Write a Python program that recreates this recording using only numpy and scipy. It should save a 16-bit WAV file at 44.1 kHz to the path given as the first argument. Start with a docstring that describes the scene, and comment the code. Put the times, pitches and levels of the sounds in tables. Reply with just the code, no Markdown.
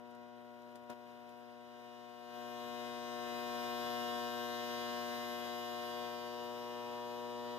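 """An arc burns on top of a small coil in a cluttered workshop. Its supply ripples at twice the mains rate, so the
plasma swells 120 times a second: a buzz made of sines up to the treble, over the filtered noise of the flickering
channel. It starts quietly, with dry ticks (ringing modes and short noise) and two brief swells in level in the first
second. Then the supply is slowly turned up, which reshapes the ripple: the arc grows louder, the last ticks come
before three seconds, the arc is loudest at about four, and it burns on a little softer to the end."""
import sys
import numpy as np
from scipy import signal
from scipy.fft import rfft, irfft, next_fast_len
from scipy.io import wavfile

SR = 44100
rng = np.random.default_rng(int(sys.argv[2]) if len(sys.argv) > 2 else 0)


def to_wav(s):
    """Save 16-bit WAV."""
    ch = np.atleast_2d(s).T  # columns
    pcm = np.round(np.clip(ch, -1, 1) * 32767)  # PCM
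    wavfile.write(sys.argv[1], SR, pcm.astype(np.int16))


N = 334278

# The course of the arc. Each row: time in seconds, buzz level in dB, supply setting from 0 (low) to 2 (high).
ARC_COURSE = [(0, -52.5, 0), (.8, -53, .03), (1.2, -53, .2), (1.6, -53, .35), (2.0, -52, .6),
              (2.2, -52, .65), (2.3, -49.5, .68), (2.37, -46.5, .7), (2.8, -43.5, .8), (3.0, -44, .8),
              (3.4, -41.5, .9), (3.9, -40, .97), (4.55, -41.5, 1.0), (4.9, -40.6, 1.02), (5.2, -42, 1.06),
              (5.7, -43, 1.15), (6.0, -42.5, 1.35), (6.2, -44, 1.5), (6.9, -44, 1.95), (7.58, -43.5, 2.0)]
# The lowest overtones. Each row: multiple of the ripple rate, level in dB against the buzz at supply setting 0,
# then at 1, then at 2, left over right in dB, lead of the left side in radians.
LOWER_OVERTONES = [(1, -22, -26, -23.5, 1.5, -0.8), (2, -4.5, -7.5, -8.5, 21, 3.5),
                   (3, -12, -11, -10.5, 7, 0.4), (4, -10.5, -9.5, -5.5, 5.5, 1),
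                   (5, -8, -10, -8.5, 0.5, 0.5), (6, -6.5, -4, -9.5, 15, 0.3),
                   (7, -25.5, -24.5, -15.5, 7, 0.35), (8, -8.5, -12, -6.5, 1.5, -0.3),
                   (9, -18, -9.5, -13.5, 1, 0.19), (10, -29.5, -23.5, -21.5, -1, 0.1),
                   (11, -23.5, -18, -19.5, 3, 0.82), (12, -17.5, -23.5, -29, 2.5, -1.17),
                   (13, -24.5, -15.5, -22.5, 9, 1.4), (14, -34, -21, -34, 7, 2.2),
                   (15, -30.5, -19.5, -22, -1, -0.9), (16, -25, -30, -24, 10, 3),
                   (17, -28.5, -19.5, -28, 8.5, -2.5)]
# Outline of the upper overtones. Each row: frequency in Hz, typical level in dB against the buzz.
UPPER_OVERTONES = [(2280, -36), (2400, -18), (2760, -27), (2880, -18), (3120, -25), (3700, -24),
                   (4200, -29), (4900, -29), (5500, -33), (7000, -36), (7700, -43), (9800, -46),
                   (11100, -43), (11400, -34), (12000, -42), (12900, -43), (13350, -35), (13800, -42),
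                   (14500, -41), (15600, -48)]
# Colour of the hiss. Each row: frequency in Hz, relative level in dB per Hz.
HISS_COLOUR = [(30, -23), (60, -6.5), (100, -3), (300, 1.5), (450, 4.5), (1000, -2.5), (2200, 2),
               (2900, -3.5), (4300, -8), (6000, -15), (8500, -23), (10400, -20), (11400, -21),
               (13400, -15.5), (15600, -22)]
# Timing between two microphone ports. Each row: frequency in Hz, lead of the left port in radians.
PORT_LEAD = [(100, -.8), (950, 0), (1500, .9), (2080, np.pi), (2350, np.pi), (2600, 2.5), (2950, .6),
             (3450, 0), (4000, -1.3), (4350, -np.pi), (4550, -np.pi), (4900, -1.6), (5600, -.5),
             (15000, -1.5)]
# Likeness of the ports. Each row: frequency in Hz, share of the hiss common to both (0 to 1), left over right in dB.
PORT_BALANCE = [(40, .3, 2), (100, .1, 2), (200, .5, 3), (500, .8, 4), (1800, .9, 2), (2100, .96, 0),
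                (2350, .96, 0), (2800, .85, 1), (4000, .85, 1), (4300, .98, 0), (4600, .98, 0),
                (5100, .65, 3), (9000, .3, 4), (15000, .3, 4)]
# The dry ticks. Each row: time in seconds, nominal peak level in dB.
TICK_TIMES = [(0.1087, -63), (0.1494, -62), (0.6194, -63), (0.756, -52), (0.8365, -66), (0.9002, -48),
              (1.292, -59), (2.0944, -62), (2.745, -56)]
# Hard modes that a tick rings. Each row: frequency in Hz, level in dB against the tick, time to fall 60 dB in seconds.
TICK_RINGING = [(3550, -6, .009), (5900, -10, .006), (9800, -10, .006)]
# Brief swells of the whole buzz and hiss. Each row: start in seconds, length in seconds, extra level in dB.
LEVEL_SWELLS = [(0.747, 0.018, 3), (0.893, 0.0407, 10)]

# Each of these holds three values in dB, for supply settings 0, 1 and 2.
UPPER_LIFT_DB = (-14.5, -0.3, -5)   # lift of the upper overtones at 5 kHz
HISS_DB = (-12.5, -14.5, -14.5)     # hiss against the buzz level
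BRIGHT_DB = (0.4, 2.2, 0.2)         # lift of the hiss above about 2 kHz, before its overall level is set

RIPPLE_HZ, CUTOFF_HZ = 120.01, 15750
RAGGED_DB = 2.6    # chance spread between upper overtones
WANDER_DB = 1.5    # slow level changes of an overtone, at 6 kHz
PATCHY_DB = 1.0    # flicker of each hiss band
SNAP_HZ, SNAP_SMEAR = 10400, .55   # overtones above this strike together once a cycle, blurred by radians
SWEEP, SWEEP_CENTRE = .36, 3.94    # radians per squared step of order, counted from this order
SWELL_EDGE_S, SWELL_SAG = .006, .45   # rise and fall time; share of the extra dB left just before the end
TICK_RISE_S = .0006                # softening of the start of a crack


def amp(db):
    """Turn a level in dB into a gain."""
    return 10 ** (np.asarray(db) / 20)


def in_time(rows):
    """Draw the columns of a timed table out to every sample."""
    seconds, *columns = np.transpose(rows)
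    return [np.interp(np.arange(N) / SR, seconds, column) for column in columns]


def at_hz(points, hz, axis=1):
    """Read one column of a spectrum, in straight lines on a log-frequency axis."""
    points = np.array(points)
    return np.interp(np.log(hz), np.log(points[:, 0]), points[:, axis])


def at_setting(values, setting):
    """Read a quantity that is given at supply settings 0, 1 and 2."""
    return np.interp(setting, range(3), values)


def drift(rate, count):
    """Make slow chance curves by smoothing noise: one value per 256 samples, spread 1, faster for a higher rate."""
    r = np.exp(-512 * np.pi * rate / SR)
    noise = rng.standard_normal((count, N // 256 + 302))
    slow = signal.lfilter([1], [1, -2 * r, r * r], noise)[:, 300:]   # skip the filter's warm-up
    return slow / slow.std(axis=1, keepdims=True)


def spread(slow):
    """Draw slow values out to every sample."""
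    return np.interp(np.arange(N) / 256, np.arange(len(slow)), slow)


def ticks(crack_db=-1.5, crack_s=0.0029, echo_db=-7.5, echo_s=.015):
    """Each tick rings a few hard modes over a short crack; the shelves scatter it back for a moment."""
    table = np.array(TICK_TIMES)
    at, peak_db = (table[:, 0] * SR).astype(int), table[:, 1]
    chance_db = rng.normal(0, 1.9, (len(at), len(TICK_RINGING)))
    clicks = np.full(N, 1e-18)   # tiny floor keeps the filters fast
    ringing = 0
    for (hz, level_db, t60), by_tick in zip(TICK_RINGING, chance_db.T):
        clicks[at] = amp(peak_db + level_db + by_tick)
        r, w = amp(-60 / (t60 * SR)), 2 * np.pi * hz / SR
        ringing = ringing + signal.lfilter([0, np.sin(w)], [1, -2 * r * np.cos(w), r * r], clicks)
    clicks[at] = amp(peak_db)
    fade = 0
    for db, seconds in ((crack_db, crack_s), (crack_db + echo_db, echo_s)):
        fade = fade + amp(db) * signal.lfilter([1], [1, -np.exp(-1 / (seconds * SR))], clicks)
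    soft = np.exp(-1 / (TICK_RISE_S * SR))
    fade = signal.lfilter([1 - soft], [1, -soft], fade)
    dull_noise = signal.lfilter([.5], [1, -.5], rng.standard_normal((2, N)))
    return ringing + fade * dull_noise


def at_ports(common, own):
    """Sound reaches the ports with the lead and balance of each frequency, plus a part only one port hears."""
    size = next_fast_len(N)
    hz = np.maximum(np.arange(size // 2 + 1) * SR / size, 1)
    share = np.clip(at_hz(PORT_BALANCE, hz), 0, 1)
    half = np.array([[1], [-1]]) / 2   # half of each difference goes to either side
    both = np.sqrt(share) * rfft(common, size) * np.exp(1j * half * at_hz(PORT_LEAD, hz))
    single = np.sqrt(1 - share) * rfft(own, size)
    return (both + single) * amp(half * at_hz(PORT_BALANCE, hz, axis=2)), hz


def hiss(bright_db, throb=0.12):
    """The channel tears and re-forms: noise that throbs with the ripple and flickers band by band."""
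    gate = 1 + throb * np.cos(2 * np.pi * RIPPLE_HZ * np.arange(N) / SR)
    white = rng.standard_normal((3, N)) * gate
    lines, hz = at_ports(white[0], white[1:])
    lines = lines * amp(at_hz(HISS_COLOUR, hz))
    band = np.clip(np.log2(hz / 60).astype(int), 0, 7)   # octaves
    together, own = drift(3.9, count=1)[0], drift(26.0, count=8)
    out = 0
    for b in range(8):
        flicker = spread(amp(PATCHY_DB * (1.1 * together + own[b])))
        lift = amp(bright_db * (b >= 5))
        out = out + flicker * lift * irfft(lines * (band == b))[:, :N]
    return out / out.std()


def swells():
    """The level swells briefly: extra dB for buzz and hiss that jump up, sag and drop away."""
    t, extra_db = np.arange(N) / SR, 0
    for start, length, db in LEVEL_SWELLS:
        end = start + length
        corners = [start, start + SWELL_EDGE_S, end, end + SWELL_EDGE_S]
        extra_db = extra_db + np.interp(t, corners, [0, db, SWELL_SAG * db, 0])
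    return extra_db


def buzz(setting, flutter_db=2.0, steeper=0.44, one_port_db=5.0, waver=0.024, apart=2.2, smear=1.38):
    """The plasma swells with the ripple: every multiple is a sine with its own level and timing at each port."""
    count = int(CUTOFF_HZ / RIPPLE_HZ)
    setting = setting[::256]   # slow steps, as in drift
    steps = len(setting)
    upper_db = at_setting(UPPER_LIFT_DB, setting)
    wander, flutter, lean = drift(0.65, count=count), drift(13.8, count=count), drift(1.24, count=count)
    standing = rng.standard_normal((count, 3))   # standing waves raise, sink and shift overtones by chance
    # within a cycle each overtone peaks a little earlier than the one below it; the higher ones scatter in time
    order = np.arange(1, count + 1)
    scatter = rng.standard_normal(count)
    start = SWEEP * (order - SWEEP_CENTRE) ** 2 + smear * np.minimum(order / 24, 1) ** 2 * scatter
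    start = np.where(order * RIPPLE_HZ > SNAP_HZ, SNAP_SMEAR * scatter, start)
    # the timing of the ripple wanders slowly, a little early or late, over many cycles
    early_late = waver * spread(drift(4.3, count=1)[0])   # radians of the ripple
    turn = np.exp(1j * (2 * np.pi * RIPPLE_HZ * np.arange(N) / SR + early_late))
    out, half = np.zeros((2, N)), np.array([.5, -.5])
    wheel = np.sqrt(2)   # gives each sine an effective level of 1
    for k in range(count):
        wheel = wheel * turn   # one more turn per cycle gives the next overtone
        hz = (k + 1) * RIPPLE_HZ
        if k < len(LOWER_OVERTONES):
            row = LOWER_OVERTONES[k]
            level_db = at_setting(row[1:4], setting)
            side_db, lead = row[4] * half, row[5]
            side_db = side_db - 10 * np.log10(np.mean(amp(2 * side_db)))   # the mean power stays
        else:
            level_db = at_hz(UPPER_OVERTONES, hz) + upper_db * (hz / 5000) ** steeper
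            side_db = RAGGED_DB * standing[k, :2] + at_hz(PORT_BALANCE, hz, axis=2) * half
            lead = at_hz(PORT_LEAD, hz) + apart * standing[k, 2] * (5000 < hz < SNAP_HZ)
        # higher overtones feel the writhing of the channel more, and it reaches the two ports unevenly
        unrest = np.sqrt(hz / 6000)
        level_db = level_db + unrest * (WANDER_DB * wander[k] + flutter_db * flutter[k])[:steps]
        for port, late in enumerate((0, -lead)):
            port_db = side_db[port] + unrest * one_port_db * half[port] * lean[k, :steps]
            sine = (wheel * np.exp(1j * (start[k] + late))).real
            out[port] += spread(amp(level_db + port_db)) * sine
    return out


def scene():
    """Buzz and hiss share the loudness of the arc; the supply setting colours both, and ticks are added."""
    buzz_db, setting = in_time(ARC_COURSE)
    noise = amp(at_setting(HISS_DB, setting)) * hiss(at_setting(BRIGHT_DB, setting))
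    arc = amp(buzz_db + swells()) * (buzz(setting) + noise)
    return ticks() + arc


def record(dry):
    """The top is cut steeply by a low-pass filter."""
    steep = signal.ellip(12, .5, 60, CUTOFF_HZ - 180, fs=SR, output="sos")
    return signal.sosfilt(steep, dry)


dry = scene()
out = record(dry)
to_wav(out)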